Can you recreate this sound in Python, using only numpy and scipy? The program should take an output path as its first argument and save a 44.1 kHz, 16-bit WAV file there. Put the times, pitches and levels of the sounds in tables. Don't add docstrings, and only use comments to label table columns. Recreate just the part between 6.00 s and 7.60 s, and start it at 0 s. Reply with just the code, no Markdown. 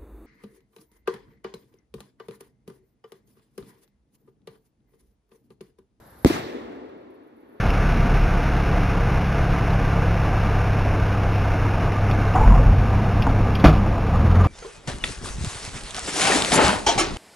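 import sys
import numpy as np
from scipy import signal
from scipy.io import wavfile

SR = 44100
rng = np.random.default_rng(int(sys.argv[2]) if len(sys.argv) > 2 else 0)


def voltage_ratio(level):
    return 10 ** (np.asarray(level, float) / 20)


def master_out(mix):
    frames = np.transpose(np.atleast_2d(mix))
    ceiling = np.clip(frames, -1, 1)
    pcm = np.round(ceiling * 32767).astype(np.int16)
    wavfile.write(sys.argv[1], SR, pcm)


N = 70560

SHOCK_S = .2477
LAG_S = .00048


def rms_one(x):
    return x / np.sqrt(np.mean(x ** 2) + 1e-20)


def column(pair):
    return np.array(pair)[:, None]


def at_hz(points, hz):
    table = np.array(points)
    return np.interp(np.log(hz), np.log(table[:, 0]), table[:, 1])


def since(s):
    return np.maximum(np.arange(N) / SR - s + column([0, LAG_S]), 0)


def cut(x, hz, kind, order=2):
    return signal.sosfilt(signal.butter(order, hz, kind, fs=SR, output="sos"), x + 1e-18)


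def drift(rate):
    r = np.exp(-80 * np.pi * rate / SR)
    slow = signal.lfilter([1], [1, -2 * r, r * r], rng.standard_normal(N // 40 + 2002))[2000:]
    return np.interp(np.arange(N) / 40, np.arange(len(slow)), rms_one(slow))


# (frequency [Hz], share [0-1])
PORTS_ALIKE = [(60, 0.88), (300, 1), (700, 0.13), (2000, 0.6), (8000, 0)]
# (frequency [Hz], left minus right [dB])
PORT_BALANCE = [(60, 0.5), (380, 1.5), (2380, 0), (15000, -1)]


def banded(spectrum, envelope, patchy_db, lag_s=LAG_S):
    out, power = 0, 0
    edges = 28 * 2 ** np.arange(0, 9.4, 1 / 3)
    lag = int(lag_s * SR) + 1
    white = rng.standard_normal((2, 3, N + 4000))
    for k, (low, high) in enumerate(zip(edges, edges[1:])):
        both, left, right = cut(white[k % 2], [low, high], "band")
        hz = np.sqrt(low * high)
        alike = np.clip(at_hz(PORTS_ALIKE, hz), 0, 1)
        shared = np.array([both[-N - lag:-lag], both[-N:]])
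        separate = np.array([left[-N:], right[-N:]])
        pair = np.sqrt(alike) * shared + np.sqrt(1 - alike) * separate
        gain = voltage_ratio(at_hz(spectrum, hz))
        power += gain ** 2 * (high - low) / (SR / 2)
        side = voltage_ratio(at_hz(PORT_BALANCE, hz) / 2 * column([1, -1]))
        flicker = voltage_ratio(patchy_db * drift(14))
        out = out + gain * side * flicker * envelope(hz) * pair
    return out / np.sqrt(power)


# (frequency [Hz], density [dB per Hz])
NIGHT_COLOUR = [(30, -11), (70, -5), (200, -13), (800, -14), (1700, -20.5), (2400, -37), (4000, -32.5),
                (16000, -47)]
NIGHT_DB = -52


def night_air():
    return banded(NIGHT_COLOUR, lambda hz: voltage_ratio(NIGHT_DB), patchy_db=-0.5, lag_s=0)


# (time [s], level [dB])
FAR_CHORUS = [(0, -70), (.25, -65), (.9, -76.5), (1.33, -71), (1.55, -62)]
# (time [s], level [dB])
RASP_PAIRS = [
    (-.06, -67),
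    (.06, -65.5),
    (.18, -66.5),
    (.71, -62),
    (.845, -67),
    (.97, -68),
    (1.1, -60.5),
    (1.228, -64.5),
    (1.36, -61.5),
    (1.485, -64),
]
RASP_GAP_S, RASP_LENGTH_S, RASP_FADE_S = .037, .014, .008
RASP_SECOND_DB = 1
RASP_HZ, RASP_WIDTH_HZ = 11500, 2400


def cricket():
    t = np.arange(N) / SR
    shape = voltage_ratio(np.interp(t, *np.transpose(FAR_CHORUS)))
    for s, db in RASP_PAIRS:
        for start, level_db in ((s, db), (s + RASP_GAP_S, db + RASP_SECOND_DB)):
            u = np.maximum(t - start, 0)
            fade = np.exp(-np.maximum(u - RASP_LENGTH_S, 0) / RASP_FADE_S)
            shape = shape + voltage_ratio(level_db) * np.clip(u / 0.0059, 0, 1) * fade
    band = [RASP_HZ - RASP_WIDTH_HZ / 2, RASP_HZ + RASP_WIDTH_HZ / 2]
    return shape * rms_one(cut(rng.standard_normal((2, N)), band, "band"))


# (time [s], peak level [dB], low edge [Hz])
DRY_TICKS = [
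    (1.104, -59, 6000),
    (1.396, -67, 6000),
    (1.415, -62, 600),
]


def ticks():
    t = np.arange(N) / SR
    out = 0
    for s, db, hz in DRY_TICKS:
        decay = voltage_ratio(db - 60 * np.maximum(t - s, 0) / 0.0058) * (t > s)
        out = out + decay * cut(rng.standard_normal((2, N)), [hz, 2 * hz + 2000], "band")
    return out


# (time [s], level [dB])
ROLL_LEVEL = [(.3, -38), (.37, -44.5), (.47, -37), (.52, -34), (.6, -35), (.74, -37.5), (1.0, -44.5),
              (1.35, -52), (1.6, -49)]
# (frequency [Hz], density [dB per Hz])
RUMBLE_COLOUR = [(24, -57), (60, -17), (190, -17), (260, 0), (420, 0), (620, -10.5), (1600, -22.5),
                 (5000, -41), (14000, -61.5)]
# (frequency [Hz], extra loss [dB per s])
RUMBLE_AIR_LOSS = [(50, 7), (150, -3.5), (350, 1.5), (1500, -1.5), (4000, 2), (9000, 46), (15000, 73)]


def rumble():
    t = np.arange(N) / SR
    roll_db = np.interp(t, *np.transpose(ROLL_LEVEL), left=-120)

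    def envelope(hz):
        return voltage_ratio(roll_db - at_hz(RUMBLE_AIR_LOSS, hz) * (t - 0.6261))
    return banded(RUMBLE_COLOUR, envelope, patchy_db=.5)


# (time [s], level [dB], rise [s], treble tilt [dB per octave])
SCATTER_GROUPS = [
    (0.2575, -25.5, 0.0015, -0.2),
    (0.262, -28.5, 0.005, 3.5),
    (0.295, -25, 0.0057, -4),
    (.328, -30, 0.0054, -4.5),
    (0.358, -30.5, 0.0031, -8.5),
]
# (frequency [Hz], density [dB per Hz])
SCATTER_COLOUR = [(35, -38.5), (60, -10), (150, -4.5), (363, -4), (1040, -15.5), (1910, -21), (4120, -24),
                  (16000, -41)]
# (frequency [Hz], 60 dB decay [s])
SCATTER_DECAY = [(60, 0.44), (300, 0.36), (1000, 0.55), (3000, 0.84), (8000, 0.48), (15000, 0.47)]


def scatter():
    def envelope(hz):
        t60 = at_hz(SCATTER_DECAY, hz)
        octaves = max(np.log2(hz / 2000), 0)
        power = 0
        for s, db, rise, tilt in SCATTER_GROUPS:
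            t = since(s)[0]
            level = voltage_ratio(db + tilt * octaves - 60 * t / t60)
            power = power + (np.clip(t / rise, 0, 1) * level) ** 2
        return np.sqrt(power)
    return banded(SCATTER_COLOUR, envelope, patchy_db=2)


# (time [s], level [dB], centre [Hz], 60 dB decay [s])
WALL_SLAPS = [
    (.297, -38, 4000, .08),
    (.306, -34, 2050, .08),
    (.331, -36, 2050, .1),
    (.362, -34, 1100, .07),
]


def slaps():
    out = 0
    for s, db, hz, t60 in WALL_SLAPS:
        t = since(s)
        shape = voltage_ratio(db - 60 * t / t60) * np.clip(t / .004, 0, 1)
        out = out + shape * rms_one(cut(rng.standard_normal((2, N)), [.8 * hz, 1.25 * hz], "band"))
    return out


# (time [s], peak level [dB], pitch [Hz], rise [s], 60 dB decay [s])
RINGING_ECHOES = [
    (.2584, -.8, 345, .0012, .034),
    (.2969, -10.5, 332, .0105, .03),
]
ECHO_SAG = [11000, 500]


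def echoes():
    out = 0
    for (s, db, hz, rise, t60), sag in zip(RINGING_ECHOES, ECHO_SAG):
        t = np.maximum(np.arange(N) / SR - s, 0)
        pitch = np.maximum(hz - sag * t, 0.65 * hz) * (t > 0)
        swell = np.clip(t / rise, 0, 1) ** (.5 + 60 * rise)
        decay = voltage_ratio(db - 60 * np.maximum(t - rise, 0) / t60)
        out = out + swell * decay * np.sin(2 * np.pi * np.cumsum(pitch) / SR)
    return out


PUSH_START, PUSH_END, PUSH_S = [.8, .1], [.2, .4], [.0007, .0008]
PULL, PULL_S, PULL_STEEP = [.85, .66], [.0018, .0017], [.9, .5]
FRONT_CUT_HZ, BASS_CUT_HZ = 12000, 34
CRACK_DB, CRACK_T60_S = -29.5, 0.001
SIZZLE_DB, SIZZLE_T60_S, SIZZLE_CUT_HZ = -20, .004, 11500
NEAR_DB, NEAR_T60_S, NEAR_BAND_HZ = -25, .035, [1200, 5000]
BOUNCE_S, BOUNCE_RISE_S = [.25, .2496], [.0005, .0009]
BOUNCE_HOLD_S, BOUNCE_FALL_S, BOUNCE_DB = .0015, [.0009, .0013], -5.5
THUMP_HZ, THUMP_DB, THUMP_T60_S = 61, [-16, -12], .11


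def pressure_front():
    t = since(SHOCK_S)
    u = t / column(PUSH_S)
    start, end = column(PUSH_START), column(PUSH_END)
    push = (start + (end - start) * u ** 2) * (u > 0) * (u < 1)
    v = np.clip((t - column(PUSH_S)) / column(PULL_S), 0, 1)
    pull = column(PULL) * (v < 1) * np.abs(np.sin(np.pi * v)) ** column(PULL_STEEP)
    return cut(push - pull, FRONT_CUT_HZ, "low")


def crack():
    t = since(SHOCK_S)[0]
    out = voltage_ratio(CRACK_DB - 60 * t / CRACK_T60_S) * (t > 0) * rng.standard_normal((2, N))
    for db, t60, hz, kind in ((SIZZLE_DB, SIZZLE_T60_S, SIZZLE_CUT_HZ, "high"),
                              (NEAR_DB, NEAR_T60_S, NEAR_BAND_HZ, "band")):
        out = out + voltage_ratio(db - 60 * t / t60) * (t > 0) * cut(rng.standard_normal((2, N)), hz, kind)
    return out


def ground_bounce():
    late = np.maximum(np.arange(N) / SR - column(BOUNCE_S), 0)
    rise = column(BOUNCE_RISE_S)
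    fall = np.exp(-np.maximum(late - rise - BOUNCE_HOLD_S, 0) / column(BOUNCE_FALL_S))
    return voltage_ratio(BOUNCE_DB) * np.clip(late / rise, 0, 1) * fall


def shock():
    t = since(SHOCK_S)
    thump = voltage_ratio(column(THUMP_DB) - 60 * t / THUMP_T60_S) * np.sin(2 * np.pi * THUMP_HZ * t)
    return cut(pressure_front() + crack() + ground_bounce() + thump, BASS_CUT_HZ, "high")


DUCK_DB, RECOVER_DB_PER_S = -22.5, 2.5


def scene():
    t = since(SHOCK_S)[0]
    duck = voltage_ratio((DUCK_DB + RECOVER_DB_PER_S * t) * np.clip(t / 0.0058, 0, 1))
    background = duck * (night_air() + cricket()) + ticks()
    returns = rumble() + scatter() + slaps() + echoes()
    return background + returns + shock()


# (frequency [Hz], width [Hz], level [dB])
CASING_PEAKS = [(1930, 410, 2.5), (2550, 230, 1), (4000, 1160, 1.5), (12000, 1000, 4)]


def casing(x):
    for hz, width, db in CASING_PEAKS:
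        b, a = signal.iirpeak(hz, hz / width, fs=SR)
        x = x + (voltage_ratio(db) - 1) * signal.lfilter(b, a, x)
    return x


def roll_off(x):
    return signal.sosfilt(signal.butter(12, 16990, fs=SR, output="sos"), x)


LIMIT, HISS_DB, CUTOFF_HZ = .96, -100, 16000


def record(dry):
    wet = np.clip(casing(dry), -LIMIT, LIMIT)
    wet = wet + voltage_ratio(HISS_DB) * rng.standard_normal(dry.shape)
    top_cut = signal.cheby2(12, 70, CUTOFF_HZ + 600, fs=SR, output="sos")
    wet = signal.sosfilt(top_cut, wet)
    return roll_off(wet)


dry = scene()
out = record(dry)
master_out(out)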